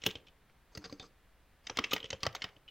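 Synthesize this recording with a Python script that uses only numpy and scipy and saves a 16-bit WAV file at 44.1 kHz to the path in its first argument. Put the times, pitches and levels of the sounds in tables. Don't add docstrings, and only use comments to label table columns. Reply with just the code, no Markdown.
import sys
import numpy as np
from scipy import signal
from scipy.fft import rfft, irfft
from scipy.io import wavfile
from scipy.ndimage import uniform_filter1d

SR = 44100
rng = np.random.default_rng(int(sys.argv[2]) if len(sys.argv) > 2 else 0)


def rack_gain(trim_db):
    fader = np.asarray(trim_db, float)
    return 10 ** (fader / 20)


def transcribe(u):
    v = np.clip(np.atleast_2d(u).T, -1, 1)
    q = np.round(v * 32767).astype(np.int16)
    wavfile.write(sys.argv[1], SR, q)


N = 119070
SPAN, LEAD = 8192, 3072
RISE_S = .0007

# frequency in Hz, level in dB, t60 in seconds.
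WIDE_MODES = [(2770, -3.5, 0.015), (2930, -2, 0.0055), (3600, -2.5, 0.018), (4360, 0.5, 0.0087),
              (4660, 9.5, 0.014), (5070, 2.5, 0.018), (5540, -14, 0.018), (6330, 3, 0.016),
              (7730, -5.5, 0.0096)]
# frequency in Hz, level in dB, t60 in seconds.
TICK_MODES = [(9900, -7, .002), (11800, -9, .002), (14200, -4, .002), (15600, -1, .002)]


def evened(x):
    return x / np.sqrt(np.mean(x ** 2) + 1e-20)


def read(points, hz):
    f, value = np.transpose(points)
    return np.interp(np.log(hz + 1), np.log(f + 1), value)


def colour(x, points):
    return irfft(rfft(x) * rack_gain(read(points, np.fft.rfftfreq(N, 1 / SR))), N)


def grain(noise, size):
    return rack_gain(3 * evened(uniform_filter1d(noise, size=size)))


def ring(drive, modes, luck, db, tilt_db=0., damp=1., detune=0.01232):
    scatter_db, soft_s = 2.5, .0004
    t = np.arange(SPAN - LEAD) / SR
    hz, top_db, t60 = np.transpose(modes)[:, :, None]
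    level_luck, pitch_luck = luck[:len(hz), None], luck[16:16 + len(hz), None]
    level_db = top_db + tilt_db * np.log2(hz / hz.mean()) + scatter_db * level_luck
    level = rack_gain(level_db - 60 * t / np.maximum(t60 * damp, .002))
    tones = level * np.sin(2 * np.pi * hz * (1 + detune * pitch_luck) * t)
    body = tones.sum(0) * np.sin(np.pi / 2 * np.minimum(t / soft_s, 1)) ** 2
    out = signal.fftconvolve(drive, body)[:SPAN]
    return rack_gain(db) * out / abs(out).max()


def strokes(table, modes, chatter_s=None, lean_db=0., cap_under_db=0., dulling=0., ticks=TICK_MODES):
    # frequency in Hz, level in dB, t60 in seconds.
    cap_modes = [(760, -5, .02), (950, -5, .018), (1170, -2, .015), (1340, 0, .012), (1580, -4, .012),
                 (1860, -2, .012), (2150, -4, .008)]
    # frequency in Hz, level in dB, t60 in seconds.
    case_modes = [(82.4, -9, 0.0229), (121.1, 4.5, 0.029), (188.8, -8, 0.12), (291, 2.5, 0.062),
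                  (352, -6, 0.087), (450.4, 0.5, 0.074), (508.5, 5, 0.026)]
    hold_share, strike, strike_s = 0.15, 1.2, .0006
    scrape_db, scrape_s = -11, 0.021
    rattle_db, rattle_t60, loose_damp, loose_tick_db = -14, 0.15, .28, 5
    push_s, thump_late_s = 0.00024, 0.0014
    mix, t = np.zeros(N + SPAN + LEAD), (np.arange(SPAN) - LEAD) / SR
    noise = rng.standard_normal((len(table), 3, SPAN))
    luck = rng.standard_normal((len(table), 4, 32))
    for (s, clack_db, thump_db, tick_db, last), (a, b, c), lot in zip(table, noise, luck):
        cap_db = last + 4 if chatter_s else (1 + dulling) * clack_db + cap_under_db
        tilt_db = lean_db + dulling * clack_db
        chatter = max(chatter_s or last, .002)
        rough = grain(b, 40)

        decay = rack_gain(-60 * np.maximum(t - hold_share * chatter, 0) / chatter)
        shape = rough * np.clip(t / RISE_S, 0, 1) * decay
        shape = shape + strike * rough * (t > 0) * np.exp(-np.maximum(t, 0) / strike_s)
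        scrape = rack_gain(scrape_db) * np.exp(-(t / scrape_s) ** 2)
        rattle = rack_gain(-60 * t / rattle_t60)
        loose = np.where(t < 0, scrape, rattle) * rough
        u = np.maximum(t - thump_late_s, 0) / push_s
        push = 0.9 * shape * c - u * np.exp(-u)

        sound = ring(shape * a, modes, lot[0], clack_db, tilt_db)
        sound += ring(shape * c, cap_modes, lot[1], cap_db)
        sound += ring(push, case_modes, lot[2], thump_db + 6.5, detune=.024)
        sound += ring(shape * a, ticks, lot[3], tick_db + 8)
        sound += ring(loose * c, modes, lot[0], clack_db + rattle_db, tilt_db, loose_damp)
        sound += ring(loose * a, cap_modes, lot[1], cap_db + rattle_db, damp=loose_damp)
        sound += ring(loose * b, TICK_MODES, lot[3], tick_db + loose_tick_db + rattle_db, damp=loose_damp)
        mix[round(s * SR):][:SPAN] += sound
    return mix[LEAD:LEAD + N]


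def space_bar():
    # start in seconds, clack, thump and tick levels in dB, chatter t60 in seconds.
    bar_strokes = [(.0185, -42.5, -60.5, -84.5, 0.021), (.0372, -28, -44.5, -77.5, 0.011),
                   (.0570, -34, -43.5, -73, 0.022), (.0625, -16.5, -31, -34.5, 0.03),
                   (.0781, -47.5, -41, -66.5, 0.0038), (.0895, -35, -61, -77, 0.007),
                   (.0978, -42, -58, -70.5, 0.016), (.1058, -36, -60, -73, 0.0088),
                   (.1115, -30.5, -73, -68.5, 0.007), (.1540, -32, -47.5, -87, 0.014),
                   (.2680, -49, -76, -92, 0.05), (.2835, -50.5, -92, -89, 0.017),
                   (1.9098, -27.5, -46, -67, 0.053), (1.9318, -17, -31, -37.5, 0.022),
                   (1.9796, -32.5, -52, -80, 0.0078), (2.0014, -34, -59, -76, 0.018),
                   (2.028, -39, -56, -88, 0.018), (2.0416, -32, -43.5, -88, 0.018),
                   (2.0536, -36, -50.5, -89, 0.038), (2.5638, -56, -61.5, -91, 0.03),
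                   (2.6785, -59, -70.5, -88, 0.12)]
    # frequency in Hz, level in dB, t60 in seconds.
    bar_modes = [(2620, -12.5, 0.017), (3028, 1.5, 0.012), (3280, -1.5, 0.0061), (3530, -18.5, 0.0052),
                 (4400, -15, 0.0048), (5644, -5.5, 0.0065), (6280, -6.5, 0.007), (8500, -33.5, 0.0087)]
    # frequency in Hz, level in dB, t60 in seconds.
    wire = (13700, -6.5, 0.00816)
    return strokes(bar_strokes, bar_modes, lean_db=3.2, cap_under_db=-6.5, dulling=.22,
                   ticks=[*TICK_MODES, wire])


def letter_keys():
    # start in seconds, clack, thump, tick and cap levels in dB.
    bright = [(1.6684, -31, -56, -93, -47), (1.6968, -28, -43.5, -92, -32),
              (1.7709, -24, -43.5, -53.5, -35.5), (2.1032, -27.5, -46.5, -68, -51),
              (2.1286, -29, -38.5, -69, -38.5), (2.2044, -48, -77, -75, -62),
              (2.2314, -24, -39.5, -50.5, -35), (2.2530, -46, -42.5, -74, -34.5),
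              (2.2650, -26, -47.5, -54, -28), (2.3259, -46.5, -68, -67, -72),
              (2.3491, -30, -75, -51, -33.5)]
    # start in seconds, clack, thump, tick and cap levels in dB.
    dull = [
        (0.4973, -63.5, -74, -87.5, -62),
        (1.7870, -21, -33.5, -49.5, -27.5),
        (1.8393, -20, -43.5, -58.5, -41),
        (1.8637, -48, -63, -74, -67),
        (1.9625, -26, -47, -73, -30.5),
        (2.3635, -36.5, -55, -75, -50),
        (2.4193, -27.5, -56, -77, -42),
        (2.4407, -27, -47, -57, -33.5),
        (2.4879, -49, -61, -75, -58),
    ]
    # frequency in Hz, level in dB, t60 in seconds.
    key_modes = [(2226, -8, 0.0083), (2733, -9, 0.0095), (3087, -7.5, 0.013), (3684, -3.5, 0.0063),
                 (4320, -3, 0.0059), (4994, -10.5, 0.016), (5890, -9, 0.0098), (6220, -23.5, 0.014),
                 (7450, -22, 0.0031), (8250, -46, 0.0025)]
    return strokes(bright, key_modes, 0.019, -3.5) + strokes(dull, key_modes, 0.023, -7)


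def wide_key():
    # start in seconds, clack, thump and tick levels in dB, chatter t60 in seconds.
    wide_strokes = [
        (0.751, -44.5, -51.5, -77, 0.029),
        (0.7736, -37, -37, -55, 0.013),
        (0.8405, -38, -46.5, -92, 0.091),
        (0.8967, -52, -55.5, -85, 0.22),
        (0.9255, -42, -39.5, -64.5, 0.013),
        (0.997, -39.5, -43.5, -88, 0.0091),
        (1.0248, -47.5, -52.5, -92, 0.046),
        (1.0407, -54.5, -57, -93, 0.11),
    ]
    return strokes(wide_strokes, WIDE_MODES, cap_under_db=-2)


def pings():
    # start in seconds, level in dB, frequency in Hz,
    # t60 in seconds.
    snaps = [(.0375, -46, 3200, .02), (0.064, -17, 3220, .015), (0.067, -18.5, 2904, .02),
             (.0660, -31.5, 437, 0.1), (.0775, -49, 2900, 0.022), (.154, -41, 480, 0.045),
             (.7505, -36.5, 4740, 0.02), (.752, -50.5, 1300, 0.056), (.776, -45.5, 308.5, 0.2),
             (.841, -41.5, 1543, 0.053), (.8415, -46, 4990, 0.042), (.8965, -46.5, 4240, 0.021),
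             (.8965, -47, 1110, .03), (.926, -51.5, 291, 0.21), (.926, -37, 4675, 0.015),
             (.842, -48, 3600, 0.067), (.9985, -42.5, 3610, 0.1), (1.0013, -45, 1770, 0.0054),
             (1.04, -48, 1200, .04), (1.698, -44, 503, 0.11), (1.698, -46, 1190, 0.056),
             (1.7722, -18, 5450, 0.0028), (1.772, -32, 3370, 0.022), (1.787, -19.5, 1225, 0.018),
             (1.788, -26, 259.5, 0.042), (1.7893, -16.5, 3200, 0.0064), (1.8395, -27.5, 2684, 0.051),
             (1.84, -49, 1877, 0.056), (1.92, -30.5, 1222, 0.064), (1.933, -34.5, 441, 0.096),
             (1.9325, -20, 3055, 0.02), (1.9635, -32.5, 1905, 0.044), (2.029, -36, 3110, 0.018),
             (2.104, -31.5, 3900, 0.026), (2.104, -29, 6500, 0.015), (2.13, -34.5, 535, 0.056),
             (2.2315, -33.5, 1163, 0.064), (2.2323, -14, 4700, 0.0032), (2.2535, -30, 4450, 0.0087),
             (2.2655, -19.5, 586, 0.01), (2.2665, -14.5, 4780, 0.0031), (2.2665, -30, 2005, 0.019),
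             (2.35, -40, 3640, 0.079), (2.35, -40, 6400, 0.05), (2.35, -36, 940, 0.016),
             (2.4195, -28, 2960, 0.027), (2.4415, -30, 2970, 0.022), (2.4415, -30, 5100, 0.013),
             (2.565, -50.5, 2960, 0.021), (2.679, -43.5, 2972, 0.088)]
    # start in seconds, level in dB, frequency in
    # Hz, t60 in seconds.
    knocks = [
        (.064, -35, 800, 0.048),
        (.0978, -35, 2180, 0.0057),
        (1.003, -51, 745, 0.13),
        (1.9335, -25, 4400, 0.021),
    ]
    wobble, wobble_cycles = .7, 5
    mix, t = np.zeros(N + SPAN), np.arange(SPAN) / SR
    tones = [*snaps, *knocks]
    for (s, db, hz, t60), noise in zip(tones, rng.standard_normal((len(tones), 2, SPAN))):
        size = int(wobble_cycles * SR / hz)
        a, b = (evened(uniform_filter1d(uniform_filter1d(v, size=size), size=9)) for v in noise)
        depth = wobble * np.minimum(t * hz / wobble_cycles, 1)
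        tone = (1 + depth * a / 2) * np.sin(2 * np.pi * hz * t + depth * b)
        rise = np.minimum(t / min(RISE_S, t60 / 20), 1)
        mix[round(s * SR):][:SPAN] += rack_gain(db - 60 * t / t60) * tone * rise
    return mix[:N]


def slides():
    # start in seconds, length in seconds, level in dB.
    rubs = [
        (0.714, 0.05, -57.5),
        (0.804, 0.04, -50),
        (0.851, 0.035, -57),
        (0.996, 0.034, -51),
        (1.631, 0.042, -56.5),
        (1.927, 0.027, -43),
        (2.251, 0.018, -38),
        (2.449, 0.16, -62),
    ]
    modes = [*WIDE_MODES, (800, 13, 0.0091), (1200, 13, 0.0058), (1780, -10, 0.0099)]
    mix, noise = np.zeros(N + SPAN), rng.standard_normal((len(rubs), 2, SPAN))
    for (s, length, db), (a, b) in zip(rubs, noise):
        swell = np.sin(np.pi * np.clip(np.arange(SPAN) / SR / length, 0, 1)) * grain(b, 60)
        mix[round(s * SR):][:SPAN] += ring(swell * a, modes, b, db, damp=0.54)
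    return mix[:N]


def desk():
    # start in seconds, level in dB.
    pushes = [(0.065, -41), (0.156, -47), (0.777, -44.5), (1.699, -43), (1.789, -55), (1.931, -52),
              (2.131, -40), (2.268, -30.5), (2.44, -46.5), (2.562, -53.5)]
    # frequency in Hz, level in dB, t60 in seconds.
    wood_modes = [(89.6, -3.5, 0.086), (104.8, -3, 0.19), (129.7, -0.5, 0.096)]
    mix, u = np.zeros(N + SPAN), np.arange(SPAN) / SR / 0.00059
    for (s, db), lot in zip(pushes, rng.standard_normal((len(pushes), 32))):
        mix[round(s * SR):][:SPAN] += ring(-u * np.exp(-u), wood_modes, lot, db)
    return mix[:N]


def room(x):
    # frequency in Hz, t60 in seconds.
    decay = [(100, 0.52), (500, 0.75), (2000, 0.4), (5000, 0.17), (9000, 0.22), (15000, 0.23)]
    taps = np.zeros((2, SR // 2))
    at = np.arange(120, SR // 2 - 20, 20) + rng.integers(0, 20, (2, (SR // 2 - 121) // 20))
    np.put_along_axis(taps, at, rng.choice([-1., 1.], at.shape), 1)
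    hz, t, z = signal.stft(taps, SR, nperseg=256)
    tail = signal.istft(z * rack_gain(-60 * t / read(decay, hz)[:, None]), SR, nperseg=256)[1]
    return signal.fftconvolve(x[None], tail / np.linalg.norm(tail[0]), axes=1)[:, :N]


def hush():
    # frequency in Hz, level in dB per Hz.
    spectrum = [(20, -3), (60, -4), (90, -11), (250, -19), (1800, -23.5), (3500, -29.5), (6500, -40.5),
                (16000, -40.5)]
    return rack_gain(-66) * np.array([evened(colour(v, spectrum)) for v in rng.standard_normal((2, N))])


def scene():
    # frequency in Hz, gain in dB.
    port = [(6400, -0.5), (7200, -2), (8000, 2.5), (9500, -2.5), (12000, -2)]
    # frequency in Hz, side level under mid in dB.
    apart = [(40, -37.5), (150, -33.5), (1500, -37), (3000, -36.5), (5000, -24), (8500, -17.5),
             (15000, -22)]
    keys = space_bar() + letter_keys() + wide_key() + pings() + slides() + desk()
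    keys = colour(keys, port)
    keys = signal.sosfilt(signal.butter(3, 71, "high", fs=SR, output="sos"), keys)
    (wet, other), (air, air_other) = room(keys), hush()
    mid = keys + rack_gain(-20) * wet + air
    turned = signal.hilbert(keys).imag
    side = colour(other + rack_gain(-1) * turned + rack_gain(20) * air_other, apart)
    return np.array([mid + side, mid - side])


def top_cut(x):
    return signal.sosfilt(signal.butter(12, 16790, fs=SR, output="sos"), x)


def record(dry):
    low_pass = signal.firwin(511, 16000, window=("kaiser", 5), fs=SR)
    return top_cut(signal.oaconvolve(dry, low_pass[None], "same"))


dry = scene()
out = record(dry)
transcribe(out)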